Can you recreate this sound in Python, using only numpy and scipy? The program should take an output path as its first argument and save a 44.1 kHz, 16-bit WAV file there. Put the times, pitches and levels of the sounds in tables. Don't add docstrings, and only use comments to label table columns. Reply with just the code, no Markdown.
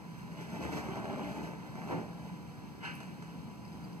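import sys
import numpy as np
from scipy import signal
from scipy.fft import rfft, irfft
from scipy.io import wavfile

SR = 44100
rng = np.random.default_rng(int(sys.argv[2]) if len(sys.argv) > 2 else 0)


def digitize_waveform(pressure):
    field = np.atleast_2d(pressure).T
    bounded = np.clip(field, -1, 1)
    quanta = np.round(bounded * 32767).astype(np.int16)
    wavfile.write(sys.argv[1], SR, quanta)


N = 176400


def amp(db):
    return 10 ** (np.asarray(db) / 20)


def evened(x):
    return x / np.sqrt(np.mean(x ** 2) + 1e-20)


def read(points, hz):
    f, value = np.transpose(points)
    return np.interp(np.log(hz + 1), np.log(f + 1), value)


def level(points):
    return amp(np.interp(np.arange(N) / SR, *np.transpose(points)))


def swells(rows):
    t = np.arange(N) / SR
    return sum(amp(db) * np.exp(-((t - middle) / half) ** 2) for middle, half, db in rows)


def drift(rate_hz):
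    hz = np.fft.rfftfreq(N, 1 / SR)
    return evened(irfft(rfft(rng.standard_normal(N)) * np.exp(-(hz / rate_hz) ** 2), N))


def colour(x, points, size=8192):
    log_gain = np.log(amp(read(points, abs(np.fft.fftfreq(size, 1 / SR)))))
    spectrum = np.exp(np.conj(signal.hilbert(log_gain)))
    response = np.fft.ifft(spectrum).real[:size // 2]
    return signal.oaconvolve(x, response / np.linalg.norm(response))[:N]


def grains(per_s, spread_db):
    size = amp(spread_db * np.minimum(rng.exponential(1, N), 4))
    return evened(size * rng.choice([-1, 1], N) * (rng.random(N) < per_s / SR))


def blows(rows, column=1):
    clicks = np.zeros(N)
    for row in rows:
        clicks[round(row[0] * SR)] += amp(row[column])
    return clicks


# (frequency [Hz], fade time [s])
ROOM_FADE = [(100, 0.23), (400, 0.58), (1500, 0.56), (4000, 0.55), (12000, 0.56)]
def room(x, direct_db):
    early_db, early_fade_s = 1.5, 0.073
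    t = np.arange(SR) / SR
    echoes = rng.choice([-1., 1.], (2, SR)) * (rng.random((2, SR)) < .08) * (t > .002)
    echoes *= 1 + amp(early_db) * 1000 ** (-t / early_fade_s)
    hz, times, bands = signal.stft(echoes, SR, nperseg=256)
    fade = 1000 ** (-times / read(ROOM_FADE, hz)[:, None])
    response = signal.istft(bands * fade, SR, nperseg=256)[1]
    response /= np.linalg.norm(response, axis=1, keepdims=True)
    response[0, 0] += amp(direct_db)
    return signal.fftconvolve(x[None], response / np.linalg.norm(response[0]), axes=1)[:, :N]


# (frequency [Hz], relative level [dB])
AIR_TONE = [(20, -122), (45, -95), (74, -78), (95, -78), (140, -67), (190, -66.5), (230, -70.5), (300, -77),
            (360, -80), (600, -88.5), (850, -83), (1200, -91), (2400, -93.5), (3400, -101), (4800, -101),
            (10000, -110), (15000, -112)]
# (frequency [Hz], level [dB], throb depth [0-1])
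FAN_HUM = [(78.8, -65, .4), (169.8, -54, 0.43), (302, -60.5, 0.52), (473, -69.5, 0.35), (988, -63, 0.086),
           (1640, -71.5, 0.56)]
def ventilation():
    air_db, flutter_db, waver_hz = -46.5, .5, 2.607
    air = amp(air_db + flutter_db * drift(rate_hz=2.6)) * colour(rng.standard_normal(N), AIR_TONE)
    for hz, db, throb in FAN_HUM:
        pitch = hz + waver_hz * drift(rate_hz=14.9)
        tone = np.sin(2 * np.pi * np.cumsum(pitch) / SR)
        air += amp(db) * evened(tone * (1 + throb * drift(rate_hz=4.8)))
    return air


# (middle [s], half length [s], level [dB])
SOLE_SLIPS = [(3.652, .004, -59), (3.682, .003, -61), (3.729, .007, -61), (3.845, 0.008, -57.5),
              (3.931, 0.0027, -61.5)]
# (frequency [Hz], relative level [dB])
SQUEAK_TONE = [(2000, -37), (4200, -17), (4700, 3), (5000, 3), (5400, -14), (10000, -20)]
def squeaks():
    slips = swells(SOLE_SLIPS) * rng.standard_normal(N)
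    return room(colour(slips, SQUEAK_TONE), direct_db=6)


# (time [s], strength [dB])
THIN_TICKS = [(2.939, -35), (2.953, -28.5)]
# (frequency [Hz], relative level [dB])
TICK_TONE = [(1000, -27), (8500, -8), (10000, -3.5), (11200, -9), (12700, -4), (13800, -14), (15500, -11)]
def ticks():
    return room(colour(blows(THIN_TICKS), TICK_TONE), direct_db=-1)


# (start [s], rise [s], hold [s], time to fade by 60 dB [s], level [dB])
SHOE_DRAGS = [(2.782, 0.062, 0.027, 0.15, -39.5), (2.984, 0.015, 0.019, 0.11, -58),
              (3.19, 0.018, 0.11, 0.15, -64)]
# (time [s], strength [dB])
FOOT_TAPS = [(3.004, -19), (3.029, -24), (3.224, -21)]
# (frequency [Hz], relative level [dB])
SCUFF_TONE = [(200, -35), (400, 0), (650, -7), (950, 4), (1200, -4), (1580, 4.5), (1850, 1.5), (2300, 4),
              (2880, 3.5), (3450, -15), (5000, -14), (7000, -21), (10000, -29), (15000, -37)]
TAP_TONE = [(150, -15), (400, 9.5), (900, 8), (1400, 2), (2600, 1), (3600, -11), (6000, -8), (9000, -13),
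            (15000, -35)]
def feet():
    t, pressure = np.arange(N) / SR, np.zeros(N)
    for start, rise, hold, fade_s, db in SHOE_DRAGS:
        press = np.clip((t - start) / rise, 0, 1) ** 2
        fade = 1000 ** (-np.maximum(t - start - rise - hold, 0) / fade_s)
        pressure += amp(db) * press * fade
    scuffs = colour(grains(per_s=2900, spread_db=2.5) * pressure, SCUFF_TONE)
    taps = colour(blows(FOOT_TAPS), TAP_TONE)
    return room(scuffs + taps, direct_db=-6)


# (frequency [Hz], relative level [dB], time to fade by 60 dB [s])
WOOD_NOTES = [(163.9, -6, 1), (303, -1, 0.21), (463.4, 6.5, 0.072), (596, 3, 0.24), (654, -8.5, 0.54),
              (793, -17, .16), (862, -12.5, 0.14), (887, 7, 0.073), (1530, -11, 0.083), (2140, -3, .1)]
def wood_ring(hits):
    t = np.arange(SR) / SR
    notes = sum(amp(db) * 1000 ** (-t / fade_s) * np.sin(2 * np.pi * hz * t)
                for hz, db, fade_s in WOOD_NOTES)
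    return signal.oaconvolve(hits, notes / np.linalg.norm(notes))[:N]


# (frequency [Hz], relative level [dB])
THUD_TONE = [(20, -78), (50, -43), (100, -19), (170, -2.5), (230, -8), (400, -13), (1000, -49.5),
             (4000, -107)]
def cabinet_thud(rows):
    return colour(blows(rows, column=2), THUD_TONE)


# (time [s], strength [dB], thud strength [dB])
STOP_BUMPS = [(1.902, -11, -29), (1.911, -7, -32), (1.917, -8.5, -14.5), (1.925, -5.5, -14),
              (1.944, -10.5, -3), (1.955, -23, -9), (1.979, -18, -11), (1.995, -19, -8)]
# (frequency [Hz], relative level [dB])
BUMP_TONE = [(25, -51), (170, -5.5), (300, 12), (370, 4.5), (455, 13.5), (560, -2), (900, 3), (1150, -9),
             (1600, -10), (2300, -10.5), (3200, -25), (6000, -63), (15000, -64)]
def door_stop():
    ring_db = -14
    bumps = blows(STOP_BUMPS)
    clatter = colour(bumps, BUMP_TONE) + amp(ring_db) * wood_ring(bumps)
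    return room(clatter + cabinet_thud(STOP_BUMPS), direct_db=-3.5)


# (time [s], level [dB])
RUMBLE_LEVEL = [(.0, -81), (.32, -56), (.39, -50.5), (.48, -52.5), (.62, -41.5), (.78, -38.5), (.86, -42.5),
                (.97, -40), (1.02, -40.5), (1.07, -40), (1.17, -40), (1.26, -42), (1.42, -47),
                (1.68, -51.5), (1.83, -48), (1.9, -40.5), (2.04, -53), (2.3, -56.5), (2.42, -90)]
HISS_LEVEL = [(0, -80), (.18, -61), (.28, -66), (.4, -56), (.6, -53.5), (.78, -47.5), (.84, -55),
              (.94, -54.5), (1.12, -59.5), (1.33, -53.5), (1.48, -58.5), (1.7, -62), (1.89, -54),
              (2.13, -72), (2.29, -63), (2.45, -82)]
# (middle [s], half length [s], level [dB])
RUNNER_CATCHES = [(.385, 0.027, -58.5), (.445, 0.012, -61), (.655, 0.018, -51.5), (.712, 0.018, -69),
                  (.937, 0.029, -51), (1.04, 0.016, -63), (1.232, 0.036, -54), (1.39, 0.024, -59)]
# (time [s], strength [dB], thud strength [dB])
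TRACK_KNOCKS = [(.392, -22, -14), (.532, -28, -10.5), (.592, -22, -6.5), (.652, -10.5, -3.5),
                (.772, -10, -15.5), (.886, -13, -4.5), (.958, -14, -12), (.998, -14, -7), (1.055, -13, -25),
                (1.16, -14, -29), (1.39, -20, -12), (1.535, -18, -24), (1.755, -19, -13.5),
                (1.818, -16, -13)]
# (frequency [Hz], relative level [dB])
RUMBLE_TONE = [(20, -122), (45, -88), (72, -70), (110, -74.5), (195, -62), (285, -68), (350, -72),
               (480, -70), (600, -73.5), (920, -70.5), (1120, -81.5), (1600, -81), (2400, -89.5),
               (3200, -94), (5000, -106), (10000, -125)]
HISS_TONE = [(500, -46), (1500, 9.5), (2500, 6.5), (3400, -3.5), (4300, -4.5), (6200, -3.5), (8300, -9),
             (9500, -13), (15000, -14.5)]
RASP_TONE = [(1000, -25), (1900, -6), (2150, 8), (2330, -2), (2550, 7), (2700, -15), (2870, 2.5),
             (3400, -5), (6000, -27), (15000, -37)]
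KNOCK_TONE = [(25, -45), (170, -15), (300, 9.5), (360, 1.5), (460, 4.5), (600, 1.5), (880, -5),
              (1150, -3.5), (2200, -9.5), (3300, -36), (8000, -29), (15000, -59)]
def rolling_door():
    roughness_db, jolt_ring_db, knock_ring_db = 2.27, -12.5, -10.5
    direct_db, echo_change_s = -0.5, 0.447
    rough_track = amp(roughness_db * drift(rate_hz=22.8))
    jolts = grains(per_s=1300, spread_db=3.5) * level(RUMBLE_LEVEL) * rough_track
    knocks = blows(TRACK_KNOCKS)
    hiss = colour(rng.standard_normal(N) * level(HISS_LEVEL) * rough_track, HISS_TONE)
    rasp = colour(grains(per_s=690, spread_db=0) * swells(RUNNER_CATCHES), RASP_TONE)
    rollers = colour(jolts, RUMBLE_TONE) + colour(knocks, KNOCK_TONE) + cabinet_thud(TRACK_KNOCKS)
    ringing = wood_ring(amp(jolt_ring_db) * jolts + amp(knock_ring_db) * knocks)
    sound = rollers + ringing + hiss + rasp
    swing = np.pi / 2 * np.arange(N) / SR / echo_change_s
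    shifted = signal.hilbert(sound).imag
    return room(sound * np.cos(swing), direct_db) + room(shifted * np.sin(swing), direct_db)


# (frequency [Hz], likeness [0-1])
LIKENESS = [(60, .76), (110, .58), (175, .84), (330, .66), (490, .42), (600, .88), (950, .97), (1450, .82),
            (2200, .94), (5000, .89), (15000, .8)]
# (frequency [Hz], phase [radians])
LEFT_LEAD = [(50, 1.6), (120, 1.0), (220, .8), (320, 1.35), (400, 1.0), (465, 1.7), (505, -.7), (700, -.06),
             (900, -.25), (1100, -.7), (1350, -1.3), (1500, -2.2)]
def microphones(pair):
    left_lag_s = .000563
    hz = np.fft.rfftfreq(N, 1 / SR)
    alike = np.clip(read(LIKENESS, hz), 0, 1)
    shared, apart = rfft(pair) * np.sqrt([(1 + alike) / 2, (1 - alike) / 2])
    flipped_and_late = np.pi - 2 * np.pi * hz * left_lag_s
    lead = np.where(hz < LEFT_LEAD[-1][0], read(LEFT_LEAD, hz), flipped_and_late)
    left, right = (shared + apart) * np.exp(1j * lead), shared - apart
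    return irfft(np.array([left, right]), N)


def scene():
    events = rolling_door() + door_stop() + feet() + squeaks() + ticks()
    background = np.array([ventilation(), ventilation()])
    return microphones(events + background)


def record(dry):
    cutoff_hz = 15600
    low_pass = signal.firwin(511, cutoff_hz, window=("kaiser", 9), fs=SR)
    return signal.oaconvolve(dry, low_pass[None], "same")


dry = scene()
out = record(dry)
digitize_waveform(out)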